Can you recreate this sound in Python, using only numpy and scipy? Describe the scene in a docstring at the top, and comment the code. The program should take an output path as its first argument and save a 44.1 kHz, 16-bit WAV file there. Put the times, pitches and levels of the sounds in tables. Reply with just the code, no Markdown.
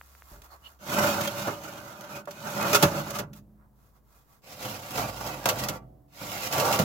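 """A few dry ticks and fingers shifting on a handle, close up; then two drawers of a worn steel tool
chest are pulled out and pushed shut by hand, one after the other. Steel scrapes on dry runners in
countless tiny catches that ring each drawer's sheet metal. The drawers bind, squeak, knock and
chatter at their stops, and the cabinet booms and hums on after them, over quiet room air."""
import sys
import numpy as np
from scipy import signal
from scipy.fft import rfft, irfft, next_fast_len
from scipy.io import wavfile
from scipy.ndimage import uniform_filter1d

SR = 44100
rng = np.random.default_rng(int(sys.argv[2]) if len(sys.argv) > 2 else 0)


def int16_out(signal):
    """Quantize to a 16-bit WAV file."""
    q = np.round(np.clip(np.atleast_2d(signal).T, -1, 1) * 32767)
    wavfile.write(sys.argv[1], SR, q.astype(np.int16))


N = 301644

# tone of the room air: f/Hz, relative level/dB
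AIR_TONE = [(25, -10.5), (65, 2.5), (130, -4.5), (300, -12), (1000, -17.5), (2500, -39), (9000, -38),
            (15000, -29.5)]
# stereo width: f/Hz, share of the power from scattered contacts
WIDTH = [(100, 0.017), (300, 0.014), (640, .08), (1400, 0.59), (3000, 0.41), (15000, 0.47)]
# stereo balance: f/Hz, left minus right/dB
BALANCE = [(60, -0.3), (250, -2.5), (600, -2), (1400, -4.5), (2500, -2.5), (5000, -5), (9000, -2),
           (14000, 0.4)]
# dense after-ring of the chest: f/Hz, t60/s
CABINET_DECAY = [(100, 2.2), (400, 0.85), (1300, 0.24), (3000, 0.16), (12000, .25)]
# long-ringing panels around each drawer: f/Hz, gain/dB, t60/s
FIRST_PANELS = [(55, 7, 3), (103.3, 8, 1.1), (128, -6.5, 3.1), (209, 6, 1.5), (270, -7, 1.5),
                (314.4, 3.5, 1.8), (390, -14.5, 1.3), (528, -21.5, 1.1), (790, -17.5, 1.1), (1310, -15, .8)]
SECOND_PANELS = [(50.96, 9.5, 2.1), (104, 2, 0.5), (136, -9, 1.6), (202, -2.5, 1.6), (289, 8, 5.8),
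                 (362, 9, 1), (592, -18, 0.43), (655, 6.5, 1.3), (735, -2, 1.8), (741, 4.5, 1.2)]
# broad tone of a scraped steel tray: f/Hz, relative level/dB
STEEL_TONE = [(30, -33.5), (70, -7), (130, 3.5), (350, -5.5), (480, -7), (650, 0), (1350, -2), (1800, -7),
              (4500, -9.5), (6800, -9), (9200, -17.5), (12500, -10), (16000, -13)]
# ripple of its weaker resonances: f/Hz, relative depth
RIPPLE_DEPTH = [(400, 0.017), (900, 0.15), (2000, 1), (5000, 0.77), (12000, 0.27)]
# resonances of each drawer, the frame under its knocks, and a handle: f/Hz, width/Hz, boost/dB
FIRST_TRAY_MODES = [(139, 30, 7.5), (197, 88, 10.5), (327, 22, 11), (392.6, 22, 8.5), (577, 21, 18),
                    (635, 30, -0.5), (715, 30, -4), (776, 25, -1.5), (900, 150, 6), (1227, 120, 5.5),
                    (1406, 49, 9), (2480, 40, 5), (2520, 30, 3), (2710, 18, 7.5), (2978, 35, 7),
                    (3340, 37, 3), (3960, 50, -2.5), (5630, 50, 1), (6180, 64, 6.5)]
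SECOND_TRAY_MODES = [(101, 30, 7), (128.8, 7.7, 11), (215, 26, 7.8), (300, 27, 9.7), (435, 21, 7.9),
                     (513.5, 22, 16.8), (587, 21, 11), (709, 29.4, 7.5), (800, 30, 4.7), (786, 59, 6.2),
                     (912, 82, 7.3), (1150, 15, 13), (1390, 78, 7.5), (1927, 10, 5), (2570, 38, 4.8),
                     (2730, 78, 5.06), (4010, 24, 0.68)]
FIRST_FRAME_MODES = [(122, 36, 10.5), (222, 30, 7.5), (404, 40, 17.5), (600, 40, 12), (870, 32, 2)]
SECOND_FRAME_MODES = [(177, 29, 12), (445, 48, 11), (599, 69, 13)]
HANDLE_MODES = [(1207, 350, 8.4)]

# low booms of the whole chest: t/s, level/dB, f/Hz, decay/s
BOOMS = [(0.318, -46, 48, 0.093), (2.83, -51, 54.2, 0.86), (4.98, -46, 55.4, 0.7), (5.46, -53, 54, .5)]
# small dry ticks: t/s, peak level/dB
TICKS = [(.013, -31), (0.151, -41), (0.222, -36.5)]
# fingers shifting on the handles: t/s, half length/s, level/dB, hiss above the rub/dB
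FINGER_RUBS = [(0.135, 0.25, -65.5, 5.5), (0.324, .04, -56.5, 1.5), (0.453, 0.015, -53, -2),
               (0.534, 0.028, -51.5, -6.5), (.68, 0.053, -58.5, 0), (3.37, 0.017, -59.5, 5),
               (3.622, 0.033, -67, -23), (3.845, 0.058, -71, 1.5), (3.964, 0.018, -67, -1),
               (4.16, 0.059, -66, 2), (4.332, 0.04, -65, 1)]
# brief rough squeaks of the runners: t/s, half length/s, f/Hz, level/dB
SQUEAKS = [(0.526, .016, 4300, -59), (0.663, 0.014, 2900, -47), (0.666, 0.017, 4340, -63),
           (1.281, .007, 3200, -35.5), (2.16, .025, 2510, -49), (2.745, .014, 2440, -31),
           (2.762, .014, 1307, -24), (3.165, .018, 1223, -37), (6.441, .02, 2550, -46),
           (6.75, .012, 2760, -36)]
# a loose drawer strikes its runners: t/s, level/dB, hardness/dB, chatter length/s
CLACKS = [(0.976, -34, -16, 0.0065), (1.274, -29, 0, .007), (2.273, -34.5, -20, 0.014),
          (2.626, -24, -6, 0.0039), (2.73, -22.5, 1, 0.014), (2.746, -19.5, 3.5, .016),
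          (5.208, -36.5, -7, 0.013), (5.456, -19, -1.5, 0.0066), (5.463, -25, -9.5, 0.044),
          (6.525, -31, 3.5, 0.015), (6.598, -27, 1.5, 0.013)]
# a burr on the runner snaps past: t/s, level/dB, chatter length/s
BURR_CLICKS = [(0.418, -47.5, 0.0046), (2.008, -42, .004), (2.254, -50, 0.0046), (2.308, -40.5, .008),
               (3.105, -34, 0.0074), (3.331, -49.5, 0.0082), (5.488, -20.5, .013), (6.725, -25.5, 0.022)]
# a drawer's weight drops onto its runners: t/s, level/dB, chatter length/s
THUDS = [(0.314, -56.5, 0.067), (6.214, -41, 0.044)]
# a drawer meets a catch or its stop: t/s, clack level/dB, hardness/dB, thud level/dB
SLAMS = [(1.47, -28.5, -8.5, -33.5), (2.825, -18.5, 2.5, -18.5), (3.186, -35.5, 5.5, -37),
         (4.974, -37.5, 6.5, -39), (5.685, -40.5, 13, -34), (6.789, -25.5, 1, -21)]
# share of a knock's energy in its first blow: thump, clang, crack
ATTACK_SHARE = [0.25, 0.095, 0.054]

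# how hard the runners grind through each stroke of the hand: t/s, effort/dB
FIRST_PULL = [(0.79, -67.5), (0.83, -49), (0.9, -36), (1.08, -33), (1.24, -40.5), (1.43, -42.5),
              (1.62, -48), (2.07, -54), (2.17, -45), (2.205, -50)]
FIRST_PUSH = [(2.28, -56.5), (2.4, -50.5), (2.45, -41), (2.54, -41), (2.71, -35.5), (2.81, -37.5),
              (3.08, -47), (3.17, -46), (3.21, -48)]
SECOND_PULL = [(4.42, -73.5), (4.47, -51), (4.58, -49), (4.64, -38), (4.81, -48.5), (4.95, -42),
               (5.0, -36.5), (5.12, -47), (5.31, -44.5), (5.42, -48), (5.62, -41.5), (5.77, -50.5)]
SECOND_PUSH = [(6.08, -85), (6.13, -60.0), (6.23, -42), (6.44, -41), (6.5, -44.5), (6.56, -33.5),
               (6.7, -35), (6.84, -40)]
# strokes of each drawer: effort curve, rumble trim/dB, scrape trim/dB, rise of both over the stroke/dB
FIRST_STROKES = [(FIRST_PULL, -1.2, 4.9, 2.5), (FIRST_PUSH, 0, 5.1, 4.2)]
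SECOND_STROKES = [(SECOND_PULL, -0.34, 2.9, 9.5), (SECOND_PUSH, -7, .5, 7)]
# tight spots where a drawer binds and its tray groans: t/s, half length/s, swell/dB
BINDS = [(1.0, .035, 5.5), (1.08, .025, 1), (1.186, 0.017, 6), (1.49, .03, 3.5), (1.8, .07, 1.5),
         (2.03, 0.045, 3), (2.467, 0.016, 5.5), (2.63, .04, 7), (2.93, 0.049, 3.5), (4.66, .035, 1.5),
         (5.03, 0.045, 4), (5.3, 0.033, 2.5), (5.69, 0.052, 1.5), (6.56, .035, 4), (6.68, .06, 5.5)]
# patches of rust where the runners rasp: t/s, half length/s, grit swell/dB
RUST_PATCHES = [(1.426, 0.0068, 5.5), (3.155, 0.011, 7), (5.597, 0.01, 10.5), (5.643, 0.0079, 8.5),
                (6.448, 0.017, 4)]
# die-away when a stroke ends: rumble/s, scrape/s, grit/s
RELEASE_S = [.085, 0.03, .014]

RUMBLE_HZ, GRIT_HZ = 350, 1800  # crossovers between a tray's three bands
SECOND_DRAWER_S = 4.0  # knocks from here on belong to the second drawer


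def amp(db):
    """Decibels to gain."""
    return 10 ** (np.asarray(db) / 20)


def rms(x):
    """Root mean square."""
    return np.sqrt(np.mean(x ** 2) + 1e-20)


def along(points, hz):
    """A curve through (frequency, value) points on a log frequency axis."""
    f, v = np.transpose(points)
    return np.interp(np.log(hz + 1), np.log(f), v)


def wobble(rate):
    """A slow random curve, rate knots a second."""
    knots = rng.standard_normal(int(N * rate / SR) + 2)
    return np.interp(np.arange(N) * rate / SR, np.arange(len(knots)), knots)


def swell(s, half_length):
    """A smooth rise and fall about a moment."""
    return np.exp(-((np.arange(N) / SR - s) / half_length) ** 2 / 2)


def grid():
    """Frequencies of the padded Fourier transform."""
    return np.fft.rfftfreq(2 * next_fast_len((N + SR // 2) // 2), 1 / SR)


def filtered(x, response):
    """x through a response given on the frequency grid."""
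    return irfft(rfft(x, 2 * (len(response) - 1)) * response)[..., :N]


def causal(gain):
    """The minimum-phase response with this gain: it rings only after a blow."""
    cepstrum = irfft(np.log(np.maximum(gain, 1e-6)))
    half = len(cepstrum) // 2
    cepstrum[1:half] *= 2
    cepstrum[half + 1:] = 0
    return np.exp(rfft(cepstrum))


def lowpass(edge_hz, order):
    """Power passed by a Butterworth low-pass."""
    return 1 / (1 + (grid() / edge_hz) ** (2 * order))


def bell(centre_hz, width_hz):
    """Power response of one resonance."""
    return 1 / (1 + (2 * (grid() - centre_hz) / width_hz) ** 2)


def room_tone(air_db, hum_db, hum_hz, fade_s):
    """A bed of quiet air, and a wavering low hum that fades away."""
    t = np.arange(N) / SR
    air = filtered(rng.standard_normal((2, N)) + rng.standard_normal(N), amp(along(AIR_TONE, grid())))
    hum = amp(hum_db + 2 * wobble(5.5)) * np.exp(-t / fade_s) * np.sin(2 * np.pi * hum_hz * t)
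    return amp(air_db) * air / rms(air) + hum


def stereo_image(x, lead_s):
    """The near runner's treble reaches the left first; scattered contacts widen it, bass stays central."""
    near, scattered = x
    hz = grid()
    width = along(WIDTH, hz)
    lead = lead_s * (1 - lowpass(edge_hz=1170, order=2))
    sides = []
    for side in (1, -1):
        path = amp(side * along(BALANCE, hz) / 2) * np.exp(1j * np.pi * side * hz * lead)
        direct = filtered(near, path * np.sqrt(1 - width))
        sides.append(direct + side * filtered(scattered, path * np.sqrt(width)))
    return np.array(sides)


def cabinet(x, wash_db):
    """The whole chest answers with a dense, dull wash, each frequency dying at its own speed."""
    hz, t, noise = signal.stft(rng.standard_normal(2 * SR), SR, nperseg=256)
    decay = amp(-60 * t / along(CABINET_DECAY, hz)[:, None])
    decay /= np.linalg.norm(decay, axis=1, keepdims=True)
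    tail = signal.istft(noise * decay, SR, nperseg=256)[1]
    wash = filtered(tail / np.linalg.norm(tail), np.sqrt(lowpass(edge_hz=750, order=1)))[:2 * SR]
    return x + amp(wash_db) * signal.fftconvolve(x, wash[None])[:, :N]


def panel_ring(x, modes):
    """A shaken drawer and the panels around it keep ringing in a few long modes."""
    t = np.arange(2 * SR) / SR
    ring = 0
    for hz, db, t60 in modes:
        damping = np.log(1000) / t60
        ring += amp(db) * 2 * damping / SR * np.exp(-damping * t) * np.cos(2 * np.pi * hz * t)
    return x + signal.fftconvolve(x, ring[None])[:, :N]


def chest_booms():
    """The grip and the hard stops rock the whole chest, which booms softly."""
    out = 0
    for s, db, hz, decay_s in BOOMS:
        t = np.maximum(np.arange(N) / SR - s, 0)
        out += amp(db) * np.exp(-t / decay_s) * np.sin(2 * np.pi * hz * t)
    return out


def ticks():
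    """Dry little taps with no ring."""
    taps = np.zeros(N)
    for s, db in TICKS:
        taps[round(s * SR)] = amp(db)
    band = (1 - lowpass(edge_hz=440, order=2)) * lowpass(edge_hz=3700, order=3)
    tick = causal(bell(centre_hz=1380, width_hz=2000) * band)
    return filtered(taps, tick / np.abs(irfft(tick)).max())


def sheet_metal(modes, ripple_db=3.0, ripple_step_hz=32):
    """Low, mid and high responses of a steel body at unit power: strong modes amid many weak ones."""
    hz = grid()
    boost = 1 + sum((amp(db) ** 2 - 1) * bell(centre, width) for centre, width, db in modes)
    knots = np.arange(0, SR / 2, ripple_step_hz)
    ripple = np.interp(hz, knots, np.clip(rng.standard_normal(len(knots)), -2, 2))
    ripple *= along(RIPPLE_DEPTH, hz)
    power = amp(along(STEEL_TONE, hz) + ripple_db * ripple) ** 2 * np.abs(boost)
    low, mid = lowpass(RUMBLE_HZ, order=4), lowpass(GRIT_HZ, order=4)
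    bands = [power * low, power * (1 - low) * mid, power * (1 - mid)]
    return [causal(np.sqrt(band / band.mean())) for band in bands]


def catches(per_s, spread_db):
    """Tiny random impacts of rough surfaces, rms 1: a row for the near contact, one for scattered ones."""
    hit = rng.random((2, N)) < per_s / SR
    size = amp(spread_db * np.clip(rng.standard_normal((2, N), dtype=np.float32)[hit], -2.5, 2.5))
    sign = 2 * rng.integers(2, size=(2, N), dtype=np.int8)[hit] - 1
    force = np.zeros((2, N))
    force[hit] = size * sign
    return force / rms(force)


def fingers(body, bright_db):
    """Fingers rub on the handles and stir the drawer fronts; skin hisses brighter than steel."""
    _, mid, high = body
    touches = (amp([[db], [db + hiss_db]]) * swell(s, half) for s, half, db, hiss_db in FINGER_RUBS)
    rub_gain, hiss_gain = np.sqrt(sum(touch ** 2 for touch in touches))
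    skin = amp(bright_db * (.5 - lowpass(edge_hz=7200, order=2)))
    rub = filtered(rub_gain * catches(per_s=9800, spread_db=5.0), mid)
    return rub + filtered(hiss_gain * catches(per_s=7000, spread_db=7.0), high * skin)


def squeaks(width_hz):
    """For a moment stick-slip feeds one narrow resonance of the runner."""
    t = np.arange(-SR // 10, SR // 10) / SR
    out = np.zeros((2, N + len(t)))
    for s, half, hz, db in SQUEAKS:
        tone = signal.lfilter(*signal.iirpeak(hz, hz / width_hz, SR), rng.standard_normal((2, len(t))))
        start = round((s + t[0]) * SR)
        out[:, start:start + len(t)] += amp(db) * np.exp(-(t / half) ** 2 / 2) * tone / rms(tone)
    return out[:, :N]


def knock_cues(clack_thump_db=-18.5, thud_crack_db=-11, slam_s=.012, lag_s=.007, thud_s=.023):
    """Every clack, click, thud and slam as t/s, thump/dB, clang/dB, crack/dB, chatter length/s."""
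    cues = [(s, db + clack_thump_db, db, db + hard, length) for s, db, hard, length in CLACKS]
    cues += [(s, db - 14.5, db - 17.5, db, length) for s, db, length in BURR_CLICKS]  # mostly crack
    cues += [(s, db, db - 1.5, db + thud_crack_db, length) for s, db, length in THUDS]
    for s, db, hard, thud_db in SLAMS:  # a clack, then the weight lands while the front clangs on
        cues.append((s, db + clack_thump_db, db, db + hard, slam_s))
        cues.append((s + lag_s, thud_db, db, thud_db + thud_crack_db, thud_s))
    return cues


def knocks(cues, body, rise_s, settle_db, settle_s):
    """Each knock is one hard blow, a short chatter of the loose drawer, and a fainter settling."""
    t = np.arange(SR // 4) / SR
    force = np.zeros((2, 3, N + len(t)))
    chatter = catches(per_s=8300, spread_db=1.5)
    attack = np.array(ATTACK_SHARE)
    rise = 1 - np.exp(-t / rise_s)
    settling = amp(settle_db) * np.exp(-t / settle_s)
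    for s, *levels_db, length in cues:
        burst = chatter[:, rng.integers(N - len(t), size=(3, 1)) + np.arange(len(t))]
        burst *= rise * (np.exp(-(t / length) ** 2 / 2) + settling)
        burst *= np.sqrt(1 - attack)[:, None] / np.linalg.norm(burst, axis=-1, keepdims=True)
        burst[0, :, SR // 1000] += np.sqrt(attack)  # the blow itself, on the near runner
        start = round(s * SR)
        force[..., start:start + len(t)] += amp(levels_db)[:, None] * np.sqrt(length * SR) * burst
    return sum(filtered(force[:, k, :N], band) for k, band in enumerate(body))


def friction(strokes, grit_db=2.5, bind_rumble=0.52, scrape_slope=0.97, usual_effort_db=-37.5):
    """Rumble, scrape and grit ride the effort: fuller late in a stroke and in binds, grittier on rust."""
    t = np.arange(N) / SR
    bind_db = sum(db * swell(s, half) for s, half, db in BINDS)
    rust_db = sum(db * swell(s, half) for s, half, db in RUST_PATCHES)
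    gains = 0
    for curve, rumble_db, scrape_db, rise_db in strokes:
        times, effort_db = np.transpose(curve)
        effort = np.interp(t, times, effort_db)
        fullness = rise_db * np.interp(t, [times[0], times[-1]], [-.5, .5])
        rumble = effort + fullness + rumble_db + bind_rumble * bind_db
        scrape_effort = usual_effort_db + scrape_slope * (effort - usual_effort_db)
        scrape = scrape_effort + fullness + scrape_db + bind_db
        grit = effort + grit_db + rust_db
        release = np.exp(-np.maximum(t - times[-1], 0) / np.array(RELEASE_S)[:, None])
        gains += (t >= times[0]) * release * amp([rumble, scrape, grit])
    return gains * amp(0.73 * wobble(20))  # the hand never moves quite evenly


def travel(x, depth_db):
    """As the contact points move along the runners, they favour one resonance after another."""
    hz, _, spectrum = signal.stft(x, SR, nperseg=1024)
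    drift = uniform_filter1d(rng.standard_normal(spectrum.shape[1:]), size=3, axis=0)
    drift = uniform_filter1d(drift, size=5, axis=1)
    gain = amp(depth_db * along(RIPPLE_DEPTH, hz)[:, None] * drift / rms(drift))
    return signal.istft(spectrum * gain, SR, nperseg=1024)[1][:, :N]


def slide(strokes, body, per_s, spread_db, snag_size, judder_db=1.5, flecks_per_s=28, snag_s=0.0035):
    """The runners catch and slip; the drawer judders, and now and then snags on a fleck of rust."""
    judder = amp(judder_db * (wobble(70) + wobble(25)))
    flecks = (rng.random(N) < flecks_per_s / SR) * rng.random(N)
    snags = 1 + snag_size * signal.lfilter([1], [1, -np.exp(-1 / (snag_s * SR))], flecks)
    roughness = [judder, judder, judder * snags]  # only the grit snags
    scrape = 0
    for gain, rough, band in zip(friction(strokes), roughness, body):
        scrape += filtered(gain * rough / rms(rough) * catches(per_s, spread_db), band)
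    return travel(scrape, depth_db=3.0)


def scene():
    """One drawer out and shut, then the other."""
    first_tray, second_tray = sheet_metal(FIRST_TRAY_MODES), sheet_metal(SECOND_TRAY_MODES)
    first_stop = sheet_metal(FIRST_TRAY_MODES + FIRST_FRAME_MODES)
    second_stop = sheet_metal(SECOND_TRAY_MODES + SECOND_FRAME_MODES)
    first_cues = [cue for cue in knock_cues() if cue[0] < SECOND_DRAWER_S]
    second_cues = [cue for cue in knock_cues() if cue[0] >= SECOND_DRAWER_S]
    first = slide(FIRST_STROKES, first_tray, per_s=9000, spread_db=3.5, snag_size=1.4)
    first += knocks(first_cues, first_stop, rise_s=0.00088, settle_db=-20, settle_s=.016)
    second = slide(SECOND_STROKES, second_tray, per_s=10000, spread_db=2.5, snag_size=1.17)
    second += knocks(second_cues, second_stop, rise_s=0.00036, settle_db=-17, settle_s=0.0071)
    steel = panel_ring(first, FIRST_PANELS) + panel_ring(second, SECOND_PANELS) + squeaks(width_hz=72)
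    handling = fingers(sheet_metal(HANDLE_MODES, ripple_db=5.5), bright_db=9)
    chest = stereo_image(cabinet(steel + handling, wash_db=-13.0), lead_s=.00028)
    bed = room_tone(air_db=-64.5, hum_db=-54.5, hum_hz=68, fade_s=1.2)
    return chest + ticks() + chest_booms() + bed


def record(dry):
    """A steep high cut takes off the very top."""
    return filtered(dry, lowpass(edge_hz=16050, order=60))


dry = scene()
out = record(dry)
int16_out(out)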